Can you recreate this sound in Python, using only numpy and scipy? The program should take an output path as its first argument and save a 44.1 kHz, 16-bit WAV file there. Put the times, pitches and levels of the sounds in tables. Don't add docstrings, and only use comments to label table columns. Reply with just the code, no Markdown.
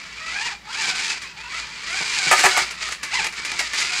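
import sys
import numpy as np
from scipy import signal
from scipy.fft import rfft, irfft
from scipy.io import wavfile
from scipy.ndimage import uniform_filter1d, minimum_filter1d

SR = 44100
rng = np.random.default_rng(int(sys.argv[2]) if len(sys.argv) > 2 else 0)


def persist_wave(psi):
    counts = np.round(np.clip(psi, -1, 1) * 32767).astype(np.int16)
    wavfile.write(sys.argv[1], SR, np.atleast_2d(counts).T)


N = 176400

# f/Hz, level/dB
AIR_SPECTRUM = [(20, -26), (46, -6), (57, 12.5), (70, -8), (195, 0), (300, -11), (1000, -12.5),
                (3000, -17.5), (15000, -35.5)]
# t/s, level/dB
LANDINGS = [(.88, 1), (2.005, 2), (2.264, 2.5), (3.202, -1.5), (3.249, -6), (3.52, -3)]
# f/Hz, level/dB
LANDING_SPECTRUM = [(50, -31), (160, 1), (260, -7.5), (370, 3), (550, -7.5), (850, 4), (1400, -17),
                    (4000, -61)]
# t/s, level/dB, chatter decay time/s
HEAVY_BLOWS = [(2.3115, 0, 0.0041), (2.318, -5.5, 0.0043), (2.3255, -6.5, 0.0048), (2.3305, -10.5, .006),
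               (2.433, -14, 0.0034), (2.438, -2, 0.0059), (2.449, -3, 0.0032), (2.454, -4.5, 0.0043),
               (2.461, -4, 0.005), (2.566, -17, 0.0047), (2.573, -6.5, 0.017), (2.888, -23.5, 0.0064),
               (3.604, -20, 0.0072)]
# f/Hz, level/dB
BLOW_SPECTRUM = [(80, -37.5), (362, -4.5), (497, -8.5), (758, 10.5), (1040, -2.5), (1180, 4.5), (2320, 5),
                 (3460, -10), (7730, -6.5), (15500, -30.5)]
# t/s, level/dB, chatter decay time/s
LIGHT_CLACKS = [(1.218, -15.5, 0.019), (2.378, 0, 0.031), (2.392, -1.5, 0.016), (2.707, -11.5, 0.017),
                (2.92, -8, 0.014), (3.03, -6, 0.017), (3.243, -7, 0.015), (3.266, -9.5, 0.0069),
                (3.324, -15.5, 0.028), (3.448, -8, 0.016), (3.516, -11.5, 0.0042), (3.591, -2, 0.015),
                (3.732, -7, 0.028), (3.798, -7.5, 0.023)]
# f/Hz, level/dB
CLACK_SPECTRUM = [(150, -23), (350, -1), (600, -8.5), (1200, 2), (2200, 12), (3200, 0.5), (4800, 2),
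                  (7500, -0.5), (10000, -9), (15000, -29.5)]
# t/s, level/dB, chatter decay time/s
BODY_DROP = [(2.446, 2, 0.0089)]
# f/Hz, level/dB, T60/s
METAL_MODES = [(375, -1, .14), (592, -6, .1), (700, -1, .06), (790, -3, .06), (979, -4, .1),
               (1215, -1, .11), (1358, -1, .12), (1523, -3, .11), (4830, -9, .12), (5920, -12, .12),
               (6865, -11, .14)]
# f/Hz, level/dB, T60/s
PLASTIC_MODES = [(1992, -1.5, 0.13), (2246, 4, 0.054), (2420, 11, 0.058)]
# f/Hz, level/dB
SHELL_RESPONSE = [(200, -27), (380, -15), (560, -32.5), (820, -11.5), (1150, -6.5), (1500, -7.5),
                  (1900, -4.5), (2350, 1), (2950, -2.5), (3550, -4), (4800, -1), (5600, -7), (7400, -7.5),
                  (9500, -20.5), (12000, -34), (15500, -83)]
# t/s, f/Hz
MESH_RATE = [(.25, 652.5), (.32, 668), (.36, 803.6), (.405, 828.4), (.43, 931.6), (.48, 944), (.495, 650),
             (.525, 408.4), (.695, 425.8), (.72, 519.3), (.755, 749.6), (.8, 922), (.84, 748.5),
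             (1.0, 762.6), (1.03, 912.4), (1.1, 921), (1.2, 626), (1.37, 415.7), (1.47, 490.4), (1.52, 610),
             (1.6, 700.6), (1.65, 434), (1.74, 469.4), (1.88, 640.8), (1.98, 819), (2.04, 721.3),
             (2.11, 990), (2.2, 776.4), (2.53, 736), (2.9, 634), (3.1, 541), (3.128, 720.8), (3.15, 1001),
             (3.178, 1040), (3.21, 747.6), (3.27, 980), (3.42, 500.3), (3.56, 695.8), (3.73, 589), (4, 780)]
# t/s, level/dB
MOTOR_EFFORT = [(0, -33), (.08, -35.5), (.2, -33.5), (.33, -28.5), (.47, -26.5), (.52, -31), (.61, -48.5),
                (.71, -30), (.79, -25), (.9, -23.5), (.94, -27.5), (1.0, -24), (1.12, -24.5), (1.2, -34.5),
                (1.24, -29.5), (1.33, -41), (1.42, -33.5), (1.49, -33), (1.53, -28.5), (1.59, -27),
                (1.65, -32.5), (1.78, -31.5), (1.97, -24.5), (2.07, -24.5), (2.18, -22.5), (2.55, -22.5),
                (2.61, -22.5), (2.67, -28.5), (2.77, -35.5), (2.83, -25), (2.92, -27.5), (2.98, -40.5),
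                (3.07, -32.5), (3.11, -30), (3.14, -23.5), (3.22, -26), (3.27, -26.5), (3.305, -39.5),
                (3.38, -28.5), (3.43, -31), (3.5, -27), (3.55, -27), (3.64, -25), (3.71, -29.5), (3.8, -21),
                (3.88, -25), (3.94, -23.5), (4, -21.5)]
# t/s, level/dB
WHINE_SHARE = [(.17, -5), (.28, 5), (.47, 6), (.6, -8), (.7, 7), (.73, -7), (.8, -2), (.97, -2), (.997, 5),
               (1.02, -4), (1.45, -5.5), (1.55, 1), (1.65, -10), (1.85, -2), (1.98, 2), (2.06, -4),
               (2.45, -5), (2.53, 3), (2.62, -5), (3.08, -5), (3.16, 6), (3.23, -5)]
# f/Hz, level/dB
GEARBOX_RESPONSE = [(400, -39), (650, -10.5), (850, 3), (1100, -3), (1500, 1.5), (2100, 4), (2750, 4),
                    (3100, -11.5)]
MESH_HARMONICS = [-4, 0, -1, -6]


def undb(db):
    return 10 ** (np.asarray(db) / 20)


def unit(x):
    return x / np.sqrt(np.mean(x ** 2))


def curve(rows):
    return np.interp(np.arange(N) / SR, *np.array(rows).T)


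def walk(rate):
    step = max(int(SR / rate), 2)
    jagged = np.interp(np.arange(N) / step, np.arange(N), rng.standard_normal(N))
    return unit(uniform_filter1d(jagged, step))


def through(x, response):
    return signal.fftconvolve(x, response / np.sqrt(np.sum(response ** 2)))[:N]


def colour(spectrum, size=2048):
    hz, db = np.array(spectrum).T
    freqs = np.maximum(np.fft.rfftfreq(size, 1 / SR), 1)
    magnitude = undb(np.interp(np.log(freqs), np.log(hz), db))
    cepstrum = irfft(np.log(magnitude))
    cepstrum[1:size // 2] *= 2
    cepstrum[size // 2 + 1:] = 0
    return irfft(np.exp(rfft(cepstrum)))


def ring(modes):
    t = np.arange(SR // 2) / SR
    return sum((-1) ** k * undb(db) * np.sin(2 * np.pi * hz * t) * np.exp(-np.log(1000) * t / t60)
               for k, (hz, db, t60) in enumerate(modes))


def clicks(per_s, spread_db):
    chance, size, sign = rng.random(N), rng.standard_normal(N), rng.choice([-1, 1], N)
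    return unit((chance < per_s / SR) * sign * undb(spread_db * np.clip(size, -2, 2)))


def contacts(rows, per_s, rise_s=.0007):
    t, force = np.arange(N) / SR, np.zeros(N)
    chatter = clicks(per_s, spread_db=.5)
    for start, db, decay_s in rows:
        i = int(start * SR)
        age = t[:N - i]
        burst = chatter[i:] * np.exp(-age / decay_s) * (1 - np.exp(-age / rise_s))
        force[i:] += undb(db + 5.5) * burst / (np.sqrt(np.sum(burst ** 2)) + 1e-9)
    return force


def background():
    return undb(-51) * through(rng.standard_normal(N), colour(AIR_SPECTRUM, size=8192))


def room(direct, t60_s=.3, delay_s=.0032):
    t = np.arange(SR // 2) / SR
    tail = rng.standard_normal(len(t)) * np.exp(-np.log(1000) * t / t60_s) * (t > delay_s)
    return direct + undb(-9) * through(direct, tail)


def wheel_thumps(decay_s=.025):
    force = contacts([(start, db, decay_s) for start, db in LANDINGS], per_s=460)
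    return undb(-11.5) * through(force, colour(LANDING_SPECTRUM))


def body_knock():
    return through(contacts(BODY_DROP, per_s=2200), ring(METAL_MODES[:2]))


def collisions():
    blows = undb(15) * contacts(HEAVY_BLOWS, per_s=2500)
    clacks = undb(5.5) * contacts(LIGHT_CLACKS, per_s=4500)
    shell = through(blows, colour(BLOW_SPECTRUM)) + through(clacks, colour(CLACK_SPECTRUM))
    metal = through(undb(-13) * blows + undb(-27) * clacks, ring(METAL_MODES))
    return shell + metal


def flexing_shell(force, drift=.04):
    motion = 0
    for hz, db, t60 in PLASTIC_MODES:
        mode_hz = hz * (1 + drift * walk(20))
        phasor = np.exp(2j * np.pi * np.cumsum(mode_hz) / SR)
        pole = np.exp(-np.log(1000) / (t60 * SR))
        motion += undb(db) * np.imag(phasor * signal.lfilter([1], [1, -pole], force / phasor))
    return unit(motion) * np.std(force)


def gear_grind(mesh_cycles, tooth_spread_db=3, flicker_db=2.5):
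    tooth_onsets = np.diff(np.floor(mesh_cycles), prepend=0)
    tooth_error = undb(tooth_spread_db * np.clip(rng.standard_normal(N), -2, 2)) - 1
    ticks = unit(tooth_onsets * tooth_error)
    tooth_decay = np.exp(-(mesh_cycles % 1) / .74)
    rasp = unit(rng.standard_normal(N) * tooth_decay) * undb(flicker_db * walk(120))
    rattle = clicks(per_s=300, spread_db=2)
    force = undb(-9) * ticks + undb(-4.5) * rasp + undb(-12) * rattle
    ringing = undb(-7 + flicker_db * walk(50)) * flexing_shell(force)
    return through(force, colour(SHELL_RESPONSE)) + ringing


def gear_whine(mesh_hz, mesh_cycles, pinion_teeth=8):
    gearbox_hz, gearbox_db = np.array(GEARBOX_RESPONSE).T
    tone = 0
    for k, db in enumerate(MESH_HARMONICS, 1):
        gain = undb(np.interp(k * mesh_hz, gearbox_hz, gearbox_db) + db)
        wobble = 1 + .35 * np.sin(2 * np.pi * (mesh_cycles / pinion_teeth + rng.random()))
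        slack = 1 + .45 * (walk(170) + 1j * walk(170))
        tone += gain * wobble * np.imag(slack * np.exp(2j * np.pi * k * mesh_cycles))
    return unit(tone)


def gear_drive(treble_hz=3960):
    effort_db, free_db = curve(MOTOR_EFFORT), curve(WHINE_SHARE)
    flutter = .014 * undb(-free_db) * walk(55)
    mesh_hz = curve(MESH_RATE) * (1 + flutter)
    mesh_cycles = np.cumsum(mesh_hz) / SR
    grind = gear_grind(mesh_cycles)
    surge_db = 3 * walk(32)
    whirr = grind + undb(-6.5 + free_db + surge_db) * gear_whine(mesh_hz, mesh_cycles)
    treble = signal.sosfilt(signal.butter(1, treble_hz, "high", fs=SR, output="sos"), whirr)
    treble_gain = undb(1.18 * (effort_db + 25))
    return (whirr + treble * (treble_gain - 1)) * undb(effort_db)


def scene():
    car = gear_drive() + collisions() + body_knock() + wheel_thumps()
    return (room(car) + background())[None]


def record(dry, ceiling=.73, window_s=.001, cutoff_hz=15600):
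    span = int(window_s * SR)
    needed_gain = ceiling / np.maximum(np.abs(dry), ceiling)
    gain = uniform_filter1d(minimum_filter1d(needed_gain, span), span)
    return signal.sosfilt(signal.ellip(10, .2, 80, cutoff_hz, fs=SR, output="sos"), dry * gain)


dry = scene()
out = record(dry)
persist_wave(out)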